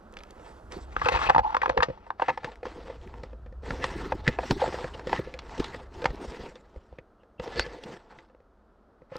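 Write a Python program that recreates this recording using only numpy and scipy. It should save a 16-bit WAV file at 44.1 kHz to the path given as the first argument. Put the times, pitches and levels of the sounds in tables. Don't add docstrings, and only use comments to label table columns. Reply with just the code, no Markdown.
import sys
import numpy as np
from scipy import signal
from scipy.fft import rfft, irfft
from scipy.io import wavfile
from scipy.ndimage import uniform_filter1d

SR = 44100
rng = np.random.default_rng(int(sys.argv[2]) if len(sys.argv) > 2 else 0)


def unload_audio(sound):
    columns = np.transpose(np.atleast_2d(sound))
    steps = np.round(np.clip(columns, -1, 1) * 32767)
    wavfile.write(sys.argv[1], SR, steps.astype(np.int16))


N = 404838

# frequency in Hz, density in dB per Hz.
AIR_SPECTRUM = [(15, -41.5), (25, 2), (63, 0.5), (133, -17), (325, -7.5), (692, -10.5), (835, -14.5),
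                (1190, -15.5), (1290, -13.5), (2270, -36), (4580, -40.5), (15800, -60.5)]
# time in seconds, gain in dB.
AIR_SWELL = [(0, 10), (.9, 9), (2.1, 4), (3.4, 4.5), (5.9, 8), (6.9, 1.5), (8.4, -0.5), (9.18, 1.5)]
AIR_BASE_DB, DRONE_HZ, DRONE_BASE_DB = -62, 210, -71.5

# time in seconds, level in dB.
HUM = [(0.0, -72), (0.54, -55), (0.84, -45), (1.28, -40), (1.45, -49.5), (2.1, -60.5), (2.48, -54.5),
       (2.96, -47), (3.71, -41), (4.27, -41), (5.29, -48.5), (6.21, -48.5), (6.41, -67), (6.9, -58),
       (7.29, -77.5), (7.59, -42.5), (7.95, -70.5), (9.18, -70)]
# time in seconds, hum in dB, rumble in dB.
JOLTS = [(.64, -43, -73), (.78, -47.5, -43), (1.05, -37, -43), (1.151, -32, -46), (1.41, -31.5, -58),
         (1.71, -35.5, -60), (1.789, -33.5, -56), (2.48, -47.5, -48), (3.73, -34.5, -42.5),
         (4.14, -40.5, -36.5), (4.292, -41, -27), (4.518, -29, -24), (4.7, -49.5, -40), (5.19, -40.5, -36),
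         (5.6, -33, -39.5), (6.106, -27.5, -62.5), (6.29, -39, -55), (6.41, -44, -49), (6.771, -41, -50),
         (6.93, -48.5, -72), (7.41, -42, -42.5), (7.592, -30, -30.5), (9.16, -48.5, -49)]
# frequency in Hz, density in dB per Hz.
RUMBLE_SPECTRUM = [(20, 6), (40, -4.5), (100, 2.5), (200, 5.5), (260, 6), (400, 9), (700, -45.5)]
JOLT_SPAN_S = 0.0097
RUMBLE_FLICKER_DB, RUMBLE_FLICKER_S = 4.5, 0.015

# start in seconds, rise in seconds, length in seconds, grind centre in Hz,
# grind in dB, grit hiss in dB, rumble in the grip in dB.
SCUFFS = [(0.088, 0.087, 0.28, 1267, -62, -76, -65.5), (0.33, 0.19, 0.16, 734, -51, -61, -56),
          (0.697, 0.023, 0.08, 582, -48, -53.5, -49.5), (0.862, 0.3, 0.29, 930, -41, -48.5, -46),
          (1.02, 0.023, 0.06, 1085, -35.5, -68, -59.5), (1.095, 0.04, 0.17, 1000, -32, -63, -50.5),
          (1.109, .04, 0.13, 2510, -45, -48, -56.5), (1.18, 0.05, 0.061, 1500, -39.5, -53.5, -53),
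          (1.424, 0.021, 0.097, 836, -44.5, -84, -57.5), (1.551, .02, 0.35, 790, -47, -77, -66.5),
          (1.869, 0.024, 0.25, 800, -60.5, -72, -66), (2.17, 0.06, 0.17, 1300, -46.5, -60, -55.5),
          (2.413, 0.024, 0.071, 644, -44, -60, -61.5), (2.636, .02, .3, 556, -44.5, -56.5, -49.5),
          (2.983, .04, 0.29, 600, -53, -64.5, -52.5), (3.617, 0.055, 0.43, 565, -40, -49.5, -44),
          (3.811, 0.023, 0.045, 1920, -40.5, -40.5, -43), (3.942, 0.039, 0.16, 1217, -45.5, -51, -42),
          (4.152, 0.037, 0.5, 716, -49, -92, -51), (4.237, 0.018, 0.11, 1740, -48, -53, -49.5),
          (4.373, 0.065, 0.27, 695, -65, -43.5, -44), (4.581, 0.021, 0.083, 693, -38, -39, -42),
          (4.701, 0.031, 0.16, 661, -42, -44.5, -43.5), (4.912, 0.026, 0.28, 670, -48.5, -56, -49.5),
          (5.044, 0.071, 0.11, 1160, -44.5, -46.5, -38.5), (5.126, 0.015, 0.035, 1500, -41, -44.5, -50),
          (5.226, 0.022, 0.26, 562, -51, -68, -54.5), (5.412, 0.14, 0.35, 712.5, -45.5, -49, -48.5),
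          (5.8, 0.02, 0.06, 600, -56.5, -71, -56.5), (5.901, 0.064, 0.29, 688, -47, -55.5, -45),
          (6.192, 0.037, 0.28, 541, -43, -49, -45), (6.566, 0.017, .4, 600, -63, -71, -63.5),
          (7.408, .02, 0.35, 536, -40.5, -50, -47), (7.5, 0.029, 0.15, 1600, -45, -49, -57.5),
          (7.79, 0.077, 0.14, 541, -46, -49.5, -46), (7.995, 0.02, 0.2, 700, -63, -80, -63.5),
          (8.05, .06, 0.15, 688, -56.5, -67, -60.5), (9.089, 0.19, 0.11, 1100, -39, -53.5, -52)]
# frequency in Hz, nominal width in Hz, relative level in dB.
STONE_MODES = [(489.4, 110, 9.5), (685, 680, 3), (860.4, 100, 6.5), (1088, 130, 3), (1292, 390, 6.5),
               (1720, 24, 10), (1978, 100, 8), (2540, 100, 8), (3153, 180, -3.5), (3430, 400, -20.5),
               (4300, 340, -7), (5314, 490, -16)]
# frequency in Hz, density in dB per Hz.
GRIT_SPECTRUM = [(530, -20), (900, 0.5), (1190, -8.5), (1990, -5), (2210, -13.5), (5510, -16),
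                 (6360, -22.5), (7800, -21), (11100, -46.5), (12800, -41.5), (15800, -77)]
SCUFF_SAG_DB_PER_S, SCUFF_T60_S = 14.5, 0.42
GRIT_FLICKER_DB, GRIT_FLICKER_S = 2.5, 0.012
SOFT_HZ = 5160

# time in seconds, peak in dB, centre in Hz.
TICKS = [(0.126, -54, 5590), (0.1395, -46, 2520), (0.1704, -41, 2420), (0.19, -41, 2570),
         (0.206, -43, 2320), (0.236, -39.5, 2450), (0.2514, -59, 2350), (0.2708, -56, 2460),
         (0.3082, -45, 4200), (0.392, -58, 2100), (0.716, -43, 2000), (0.9965, -35, 1910),
         (1.0492, -31, 2560), (1.1294, -31, 2600), (1.4817, -63, 2570), (2.5575, -42.5, 1890),
         (2.769, -63, 2170), (3.015, -49, 3160), (3.0754, -43, 1980), (3.654, -51, 2230),
         (4.408, -40, 1900), (4.473, -43, 1920), (4.6067, -29, 1990), (4.726, -35, 1940),
         (5.3407, -29.5, 2020), (5.747, -29, 1860), (5.811, -53, 2000), (6.006, -55, 2490),
         (6.02, -33, 1900), (6.158, -45.5, 4500), (6.988, -49, 2000), (7.8379, -31, 2630),
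         (8.118, -62, 2600), (8.187, -49, 1947), (9.167, -36, 4500)]
TICK_T60_S, TICK_Q, TICK_EDGE_DB = 0.0077, 5.1, -29.5

# time in seconds, level in dB, ring centre in Hz,
# crack treble in dB re level, thump in dB re level, nominal ring decay (t60) in seconds.
KNOCKS = [(0.13, -46, 430, -27, -11.5, 0.047), (0.169, -36, 1460, -4.5, -30.5, 0.015),
          (0.188, -48.5, 602, -1, -14.5, 0.052), (0.235, -44, 1310, -18, -14.5, 0.042),
          (0.304, -52, 410, -13, -23.5, 0.03), (0.396, -44, 484, -16, -19.5, 0.032),
          (0.721, -46, 404, 8, -17, 0.023), (0.965, -14.5, 1230, -31.5, -30.5, 0.011),
          (1.015, -16.5, 1147, -24, -24.5, 0.045), (1.057, -16, 1070, -28, -27.5, 0.06),
          (1.057, -21, 2590, -18, -37.5, 0.025), (1.06, -20, 480, -39, -29.5, 0.039),
          (1.09, -20.5, 477, -37, -30.5, 0.035), (1.086, -14, 910, -29, -33, 0.025),
          (1.086, -13, 2620, -11.5, -35.5, 0.02), (1.118, -24, 525, -34, -17.5, 0.035),
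          (1.14, -20.5, 1090, -28, -14, 0.03), (1.148, -17.5, 950, -17, -30, 0.063),
          (1.16, -20.5, 1035, -11, -27.5, 0.016), (1.171, -21, 1170, -27, -28, 0.027),
          (1.19, -24, 1160, -19, -29, 0.035), (1.214, -22, 1117, -32, -26, 0.037),
          (1.259, -26.5, 2630, -29, -39, 0.03), (1.266, -20.5, 870, -18, -23, 0.024),
          (1.289, -16.5, 906, -30, -26, 0.025), (1.296, -7, 875, -15.5, -32, 0.025),
          (1.302, -6, 946, -41, -31, 0.014), (1.347, -11.5, 920, -43, -23.5, 0.026),
          (1.362, -7, 900, -49, -22, 0.016), (1.381, -7, 890, -22, -22.5, 0.015),
          (1.391, -10, 840, -46, -28.5, 0.024), (1.525, -29, 897, -37, -32.5, 0.04),
          (1.545, -12.5, 1020, -33, -40.5, 0.024), (1.567, -12.5, 1065, -22.5, -47, 0.014),
          (1.617, -20.5, 1820, -19, -40, 0.025), (1.63, -14.5, 953, -49, -33, 0.04),
          (1.659, -14.5, 1000, -35, -32.5, 0.018), (1.678, -25, 484, -37, -25, 0.023),
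          (1.694, -19, 516, -12.5, -18, 0.016), (1.697, -13, 658, -27, -21.5, 0.015),
          (1.775, -12.5, 827, -18.5, -20.5, 0.024), (1.786, -20, 500, -42, -11, 0.043),
          (1.804, -15, 1230, -44, -21, 0.018), (1.824, -12, 927, -21, -38.5, 0.022),
          (1.83, -11.5, 1236, -9.5, -38.5, 0.025), (1.885, -25.5, 458, -44, -6, 0.016),
          (1.9, -25.5, 530, -41, -6, 0.027), (1.974, -40.5, 900, -46, -14.5, 0.028),
          (2.065, -39, 830, -34, -27, 0.033), (2.105, -16.5, 1025, -56, -42.5, 0.0082),
          (2.198, -18, 986, -53, -30, 0.012), (2.22, -12, 820, -46, -37, 0.02),
          (2.283, -14, 980, -20, -26, 0.038), (2.293, -20.5, 2047, -26, -34, 0.024),
          (2.293, -15, 828, -23, -28.5, 0.026), (2.301, -16.5, 909, -23, -25.5, 0.02),
          (2.375, -22, 835, -18.5, -36.5, 0.021), (2.432, -33.5, 840, -30, -29.5, 0.028),
          (2.447, -31.5, 473, -35, -14.5, 0.025), (2.445, -22.5, 1265, -11, -11.5, 0.016),
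          (2.518, -43, 475, -4, -21, 0.014), (2.63, -27, 572, -28, -28.5, 0.024),
          (2.654, -26.5, 870, -18, -20.5, 0.016), (2.898, -29, 522, -42, -21, 0.048),
          (3.14, -34.5, 790, -26, -21.5, 0.013), (3.195, -41, 890, -35, -21, 0.027),
          (3.234, -30.5, 510, -13, -10, 0.029), (3.331, -36.5, 530, -25, -14.5, 0.016),
          (3.461, -41, 530, -19, -8.5, 0.043), (3.524, -41.5, 480, -21.5, -7, 0.034),
          (3.632, -38, 474, -40, -16.5, 0.023), (3.706, -21.5, 1376, -15, -6, 0.016),
          (3.809, -36.5, 440, -20, -9, 0.053), (3.841, -12.5, 1170, -9, -21.5, 0.022),
          (4.121, -15, 774, -26, -22, 0.021), (4.258, -35.5, 1700, -23, -11.5, 0.03),
          (4.266, -23.5, 1680, -15, -30.5, 0.04), (4.278, -7, 1950, -11.5, -8.5, 0.011),
          (4.286, -18.5, 420, -30.5, -10, 0.034), (4.388, -14, 692, -39, -33, 0.014),
          (4.43, -27, 645, -30, -18, 0.052), (4.509, -14.5, 713, -4.5, -5, 0.012),
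          (4.516, -24, 790, -29, -10, 0.026), (4.617, -13.5, 835, -51, -32.5, 0.023),
          (4.622, -15.5, 525, -50, -31, 0.036), (4.638, -15.5, 670, -49, -27.5, 0.03),
          (4.66, -23.5, 610, -30, -27, 0.037), (4.678, -21.5, 483, -14, -10.5, 0.012),
          (4.724, -29.5, 794, -28, -24, 0.045), (4.743, -22.5, 540, -20, -17.5, 0.012),
          (4.808, -35, 415, -6, -15, 0.028), (4.842, -23.5, 640, -24, -9, 0.024),
          (4.946, -33.5, 479, -12, -13, 0.047), (4.995, -28, 705, -16, -19.5, 0.011),
          (5.071, -22, 506, -14.5, -13.5, 0.023), (5.094, -27.5, 825, -13, -18.5, 0.034),
          (5.13, -9, 734, -33, -40, 0.013), (5.192, -21, 510, -34, -10.5, 0.014),
          (5.273, -29, 490, -54, -18, 0.017), (5.339, -32, 497, -11, -15, 0.097),
          (5.39, -32.5, 930, -0.5, -15, 0.024), (5.494, -36, 930, -10, -22, 0.017),
          (5.579, -30.5, 475, -8.5, -12.5, 0.028), (5.597, -27, 450, -3.5, -16, 0.06),
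          (5.643, -29.5, 1290, 0.5, -28, 0.033), (5.744, -32, 526, -12, -13.5, 0.036),
          (5.81, -41.5, 487, -29, -8, 0.05), (6.018, -28, 480, -9.5, -12.5, 0.081),
          (6.043, -18, 535, -15.5, -50.5, 0.014), (6.056, -10, 885, -15.5, -18, 0.014),
          (6.104, -32.5, 480, -15, -5.5, 0.038), (6.156, -53.5, 1210, -11, -10, 0.014),
          (6.248, -30.5, 490, -37, -17, 0.014), (6.555, -39, 500, -6.5, -33, 0.038),
          (6.76, -35, 505, -54, -21, 0.022), (6.927, -37.5, 490, -55, -12.5, 0.0103),
          (6.986, -35.5, 483, -24, -8.5, 0.013), (6.987, -38, 2220, -19, -27.5, 0.016),
          (7.233, -47.5, 518, -19, -24, 0.017), (7.397, -24, 457, -17.5, -12.5, 0.028),
          (7.476, -23.5, 465, -18, -42, 0.025), (7.558, -34.5, 519, -3, -4, 0.018),
          (7.595, -12, 1490, -3.5, -37, 0.0093), (7.663, -30.5, 450, -9, -8.5, 0.028),
          (7.837, -38.5, 438, -1, -12, 0.025), (8.125, -42, 740, -24, -22.5, 0.043),
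          (8.188, -41.5, 1960, -7, -20.5, 0.014), (8.298, -49.5, 650, -33, -21.5, 0.031),
          (8.348, -44, 487, -41, -27, 0.0077), (8.403, -47.5, 458, -27, -14, 0.017),
          (9.019, -43, 455, -46, -9.5, 0.018), (9.118, -33, 526, -30, -9.5, 0.063),
          (9.155, -27, 440, -21, -16, 0.025)]
OWN_SHARE = 0.51
SWELL_SHARE = 0.034
BODY_LOW_HZ = 355
CRACK_CREST_DB = 5

# start in seconds, length in seconds, pitch in Hz, level in dB.
NARROW_NOISES = [(0.73, 0.051, 4430, -61.5), (1.11, 0.09, 2530, -39), (1.257, 0.032, 2580, -34),
                 (1.429, 0.06, 888, -26.5), (1.44, 0.05, 3220, -63), (1.484, 0.035, 903, -33.5),
                 (1.732, 0.035, 513, -41), (1.764, 0.015, 471, -23), (2.452, 0.049, 859, -43.5),
                 (2.274, 0.026, 788, -27), (4.248, 0.033, 1700, -51), (4.932, 0.026, 2900, -47.5),
                 (5.162, 0.026, 1820, -39), (6.975, 0.032, 2500, -64), (7.183, 0.055, 2900, -77.5),
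                 (7.379, 0.038, 2740, -54.5), (7.561, 0.082, 4490, -38)]
NARROW_NOISE_Q = 14

# time in seconds, side gain in dB, side phase lean in rad,
# lift of the top treble in dB.
WIDTH = [(0, -6.5, -0.35, -1.5), (.5, -6, -0.35, 7), (.85, -6, -0.34, 3), (1, -3.5, 0.27, -1.5),
         (1.85, -3.5, 0.23, -6), (2.15, -8, 0.23, -4), (2.5, -17.5, 0.26, 0), (2.8, -24, 0, -1),
         (3.05, -63.5, -0.042, -0.5), (9.18, -52, -0.33, -2)]
# frequency in Hz, gain in dB, phase in rad.
SIDE_PORT = [(59, -10, -1.5), (200, -11, -1), (400, -0.5, -1.82), (810, 3.5, -2), (1300, 3, -1.58),
             (2400, 4, -1), (4400, 1.5, -1), (8000, 5, -2), (15000, 8.5, -3)]
LIFT_LOW_HZ, LIFT_HIGH_HZ = 5940, 12000
TOP_LAG_S, TOP_SIDE_DB = 0.004, -2.5
EDGE_HZ = 15900


def gain_of(db):
    return 10 ** (np.asarray(db) / 20)


def evened(x):
    return x / np.sqrt(np.mean(x ** 2) + 1e-20)


def read(points, hz, column=1):
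    table = np.transpose(points)
    return np.interp(np.log(hz + 1), np.log(table[0] + 1), table[column])


def follow(rows):
    s, *columns = np.transpose(rows)
    return [np.interp(np.arange(N) / SR, s, column) for column in columns]


def coloured(x, points):
    response = gain_of(read(points, np.fft.rfftfreq(N, 1 / SR)))
    return evened(irfft(rfft(x) * response, N))


def ring(x, hz, width_hz):
    r = np.exp(-np.pi * width_hz / SR)
    return signal.lfilter([1 - r, 0, r - 1], [1, -2 * r * np.cos(2 * np.pi * hz / SR), r * r], x)


def flicker(db, span_s):
    size = max(round(span_s * SR), 1)
    wander = uniform_filter1d(uniform_filter1d(rng.standard_normal(N), size), size)
    return evened(gain_of(db * evened(wander)))


def grains(per_s, spread_db, share):
    size = gain_of(spread_db * np.minimum(rng.exponential(1, N), 3.6))
    size = size * (rng.random(N) < per_s / SR)
    clicks = evened(size * rng.standard_normal(N))
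    return share * clicks + (1 - share) * rng.standard_normal(N)


def near(hz, centre_hz, octaves):
    return np.exp(-.5 * (np.log2(hz / centre_hz) / octaves) ** 2)


def softened(x):
    return signal.sosfilt(signal.butter(3, SOFT_HZ, fs=SR, output="sos"), x)


def patchy(x, db):
    z = signal.stft(x, nperseg=256)[2]
    patches = uniform_filter1d(rng.standard_normal(z.shape), size=5, axis=0)
    patches = uniform_filter1d(patches, size=14, axis=1)
    return evened(signal.istft(z * gain_of(db * evened(patches)), nperseg=256)[1][:N])


def air():
    drone = evened(ring(rng.standard_normal(N), DRONE_HZ, 30))
    noise = coloured(rng.standard_normal(N), AIR_SPECTRUM)
    floor = gain_of(AIR_BASE_DB) * noise + gain_of(DRONE_BASE_DB) * drone
    return floor * gain_of(follow(AIR_SWELL)[0])


def handling(rumble_gain):
    s, *jolt_db = np.transpose(JOLTS)
    step = 100
    bumps = np.exp(-((np.arange(0, N, step)[:, None] / SR - s) / JOLT_SPAN_S) ** 2)
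    jolt_power = bumps @ gain_of(jolt_db).T ** 2
    hum_jolt, rumble_jolt = np.repeat(jolt_power, step, axis=0)[:N].T
    hum = evened(ring(ring(rng.standard_normal(N), 50, 25), 53.0, 39))
    hum = hum / np.sqrt(uniform_filter1d(hum ** 2, size=SR // 8) + 1e-3)
    rumble = coloured(rng.standard_normal(N), RUMBLE_SPECTRUM)
    rumble = rumble * flicker(RUMBLE_FLICKER_DB, RUMBLE_FLICKER_S)
    hum_gain = np.sqrt(gain_of(follow(HUM)[0]) ** 2 + uniform_filter1d(hum_jolt, size=200))
    rumble_gain = np.sqrt(rumble_gain ** 2 + uniform_filter1d(rumble_jolt, size=200))
    return hum_gain * hum + rumble_gain * rumble


def scuffing():
    t = np.arange(0, N + 64, 64) / SR
    modes_hz, _, modes_db = np.transpose(STONE_MODES)
    power = np.full((3 + len(STONE_MODES), len(t)), 1e-14)
    for s, rise, length, hz, *db in SCUFFS:
        sag_db = SCUFF_SAG_DB_PER_S * np.maximum(t - s - rise, 0)
        decay_db = 60 * np.maximum(t - s - length, 0) / SCUFF_T60_S
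        envelope = np.clip((t - s) / max(rise, .005), 0, 1) * gain_of(-sag_db - decay_db)
        stir = gain_of(modes_db) * (near(modes_hz, hz, 0.4) + 0.027)
        mode_levels = gain_of(db[0]) * stir / np.linalg.norm(stir)
        levels = np.concatenate([gain_of(db), mode_levels])
        power += (levels[:, None] * envelope) ** 2
    gains = np.array([np.interp(np.arange(N) / SR, t, g) for g in np.sqrt(power)])
    return *gains[:3], gains[3:] / gains[0]


def scrape(grind_gain, grit_gain, stir):
    slips = grains(250, 1.7, 0.38) * flicker(2.7, 0.015)
    grind = np.zeros(N)
    for share, (hz, width, _) in zip(stir, STONE_MODES):
        grind += share * evened(ring(slips, hz, 60 + width * 0.13 * np.sqrt(hz / 800)))
    grind = grind / np.sqrt(uniform_filter1d(grind ** 2, size=SR // 4) + 1e-9)
    grit = patchy(coloured(grains(600, 3.8, 0.22), GRIT_SPECTRUM), 3.7)
    grit = grit * flicker(GRIT_FLICKER_DB, GRIT_FLICKER_S)
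    return grind_gain * patchy(softened(grind), 2.1) + grit_gain * grit


def ticks():
    out, t = np.zeros(N + SR), np.arange(1000) / SR
    for (s, db, hz), draw in zip(TICKS, rng.standard_normal((len(TICKS), len(t)))):
        puff = draw * np.minimum(t / 0.00055, 1) * gain_of(-60 * t / TICK_T60_S)
        core = evened(ring(ring(puff, hz, hz / TICK_Q), hz, 2.2 * hz))
        tick = core + gain_of(TICK_EDGE_DB) * evened(ring(puff, 7000, 8000))
        at = round((s - .001) * SR)
        out[at:at + len(t)] += gain_of(db) * tick / abs(tick).max()
    return out[:N]


def knock(db, centre_hz, crack_db, thump_db, t60, chance):
    t = np.arange(len(chance) // 2) / SR
    rise = 1 - np.exp(-(t / (0.0012 + SWELL_SHARE * t60)) ** 2)
    decay = t / max(t60, .008)
    hz, width, mode_db = np.transpose(STONE_MODES)[:, :, None]
    fade = gain_of(-60 * decay ** 1.24 * (width / 50) ** 0.1 * (hz / 900) ** 0.29) * rise
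    spill = 0.43 * gain_of(0.42 * (crack_db + 24)) * np.minimum(900 / hz, 1) ** 0.59
    weight = gain_of(mode_db + 2.0 * chance[50:50 + len(hz), None])
    weight = weight * (near(hz, centre_hz, 0.34) + spill)
    chatter = evened(uniform_filter1d(chance[len(t):], size=40)) * 0.3 * np.sqrt(hz / 900)
    detuned_hz = hz * (1 + 0.042 * chance[:len(hz), None])
    phase = 2 * np.pi * detuned_hz * t + 0.3 * chance[-len(hz):, None] + chatter
    modes = (weight * fade * np.sin(phase)).sum(0)
    own = np.sin(2 * np.pi * centre_hz * t) * rise * gain_of(-60 * decay ** 1.3 * 1.2)
    body = modes / abs(modes).max() + OWN_SHARE * own / abs(own).max()
    body = signal.sosfilt(signal.butter(2, BODY_LOW_HZ, "high", fs=SR, output="sos"), body)
    crack_fade = gain_of(-60 * t / 0.0089) + 0.093 * gain_of(-60 * t / 0.052)
    crack = ring(chance[:len(t)] * rise * crack_fade, 2500, 3900)
    thump = np.sin(2 * np.pi * 3.0 * (1 - np.exp(-t / 0.013))) * gain_of(-60 * t / 0.068)
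    parts = [(body, 0), (crack, crack_db + CRACK_CREST_DB), (thump, thump_db)]
    return sum(gain_of(db + rel_db) * part / abs(part).max() for part, rel_db in parts)


def knocks():
    out, chance = np.zeros(N + SR), rng.standard_normal((len(KNOCKS), 8000))
    for (s, *row), draw in zip(KNOCKS, chance):
        at = round((s - .001) * SR)
        out[at:at + len(draw) // 2] += knock(*row, draw)
    return out[:N]


def walls(x):
    t = np.arange(SR // 5) / SR
    noise = rng.standard_normal(len(t)) * (t > .003)
    low = signal.sosfilt(signal.butter(2, 1500, fs=SR, output="sos"), noise)
    tail = low * gain_of(-60 * t / 0.067) + 0.53 * (noise - low) * gain_of(-60 * t / 0.052)
    return signal.oaconvolve(x, tail / np.linalg.norm(tail))[:N]


def narrow_noises():
    out = np.zeros(N)
    for s, length, hz, db in NARROW_NOISES:
        t = np.arange(0, length, 1 / SR)
        noise = rng.standard_normal(SR // 4)[:len(t)]
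        band = ring(ring(noise, hz, hz / NARROW_NOISE_Q), hz, 3 * hz / NARROW_NOISE_Q)
        arch = np.sin(np.pi * (t / length) ** 1.2)
        out[round(s * SR):][:len(t)] += gain_of(db) * evened(band) * arch
    return out


def scene():
    grind_gain, grit_gain, rumble_gain, stir = scuffing()
    mid = air() + handling(rumble_gain)
    mid = mid + scrape(grind_gain, grit_gain, stir) + ticks()
    stones = softened(knocks())
    mid = mid + stones + gain_of(-14.5) * walls(stones) + narrow_noises()
    return np.array([mid, mid])


def record(dry):
    mid, hz = dry.mean(0), np.fft.rfftfreq(N, 1 / SR)
    width_db, lean_rad, lift_db = follow(WIDTH)
    band = signal.butter(2, [LIFT_LOW_HZ, LIFT_HIGH_HZ], "band", fs=SR, output="sos")
    top = signal.sosfiltfilt(band, mid)
    mid = mid + (gain_of(lift_db) - 1) * top
    port = gain_of(read(SIDE_PORT, hz)) * np.exp(1j * read(SIDE_PORT, hz, column=2))
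    side = signal.hilbert(irfft(rfft(mid) * port, N))
    side = (side * np.exp(1j * lean_rad)).real * gain_of(width_db)
    late_top = np.roll(top, round(TOP_LAG_S * SR))
    side = side + late_top * gain_of(width_db + TOP_SIDE_DB)
    pair = np.array([mid + side, mid - side])
    low_pass = signal.firwin(511, EDGE_HZ, window=("kaiser", 9), fs=SR)
    return signal.oaconvolve(pair, low_pass[None], "same")


dry = scene()
out = record(dry)
unload_audio(out)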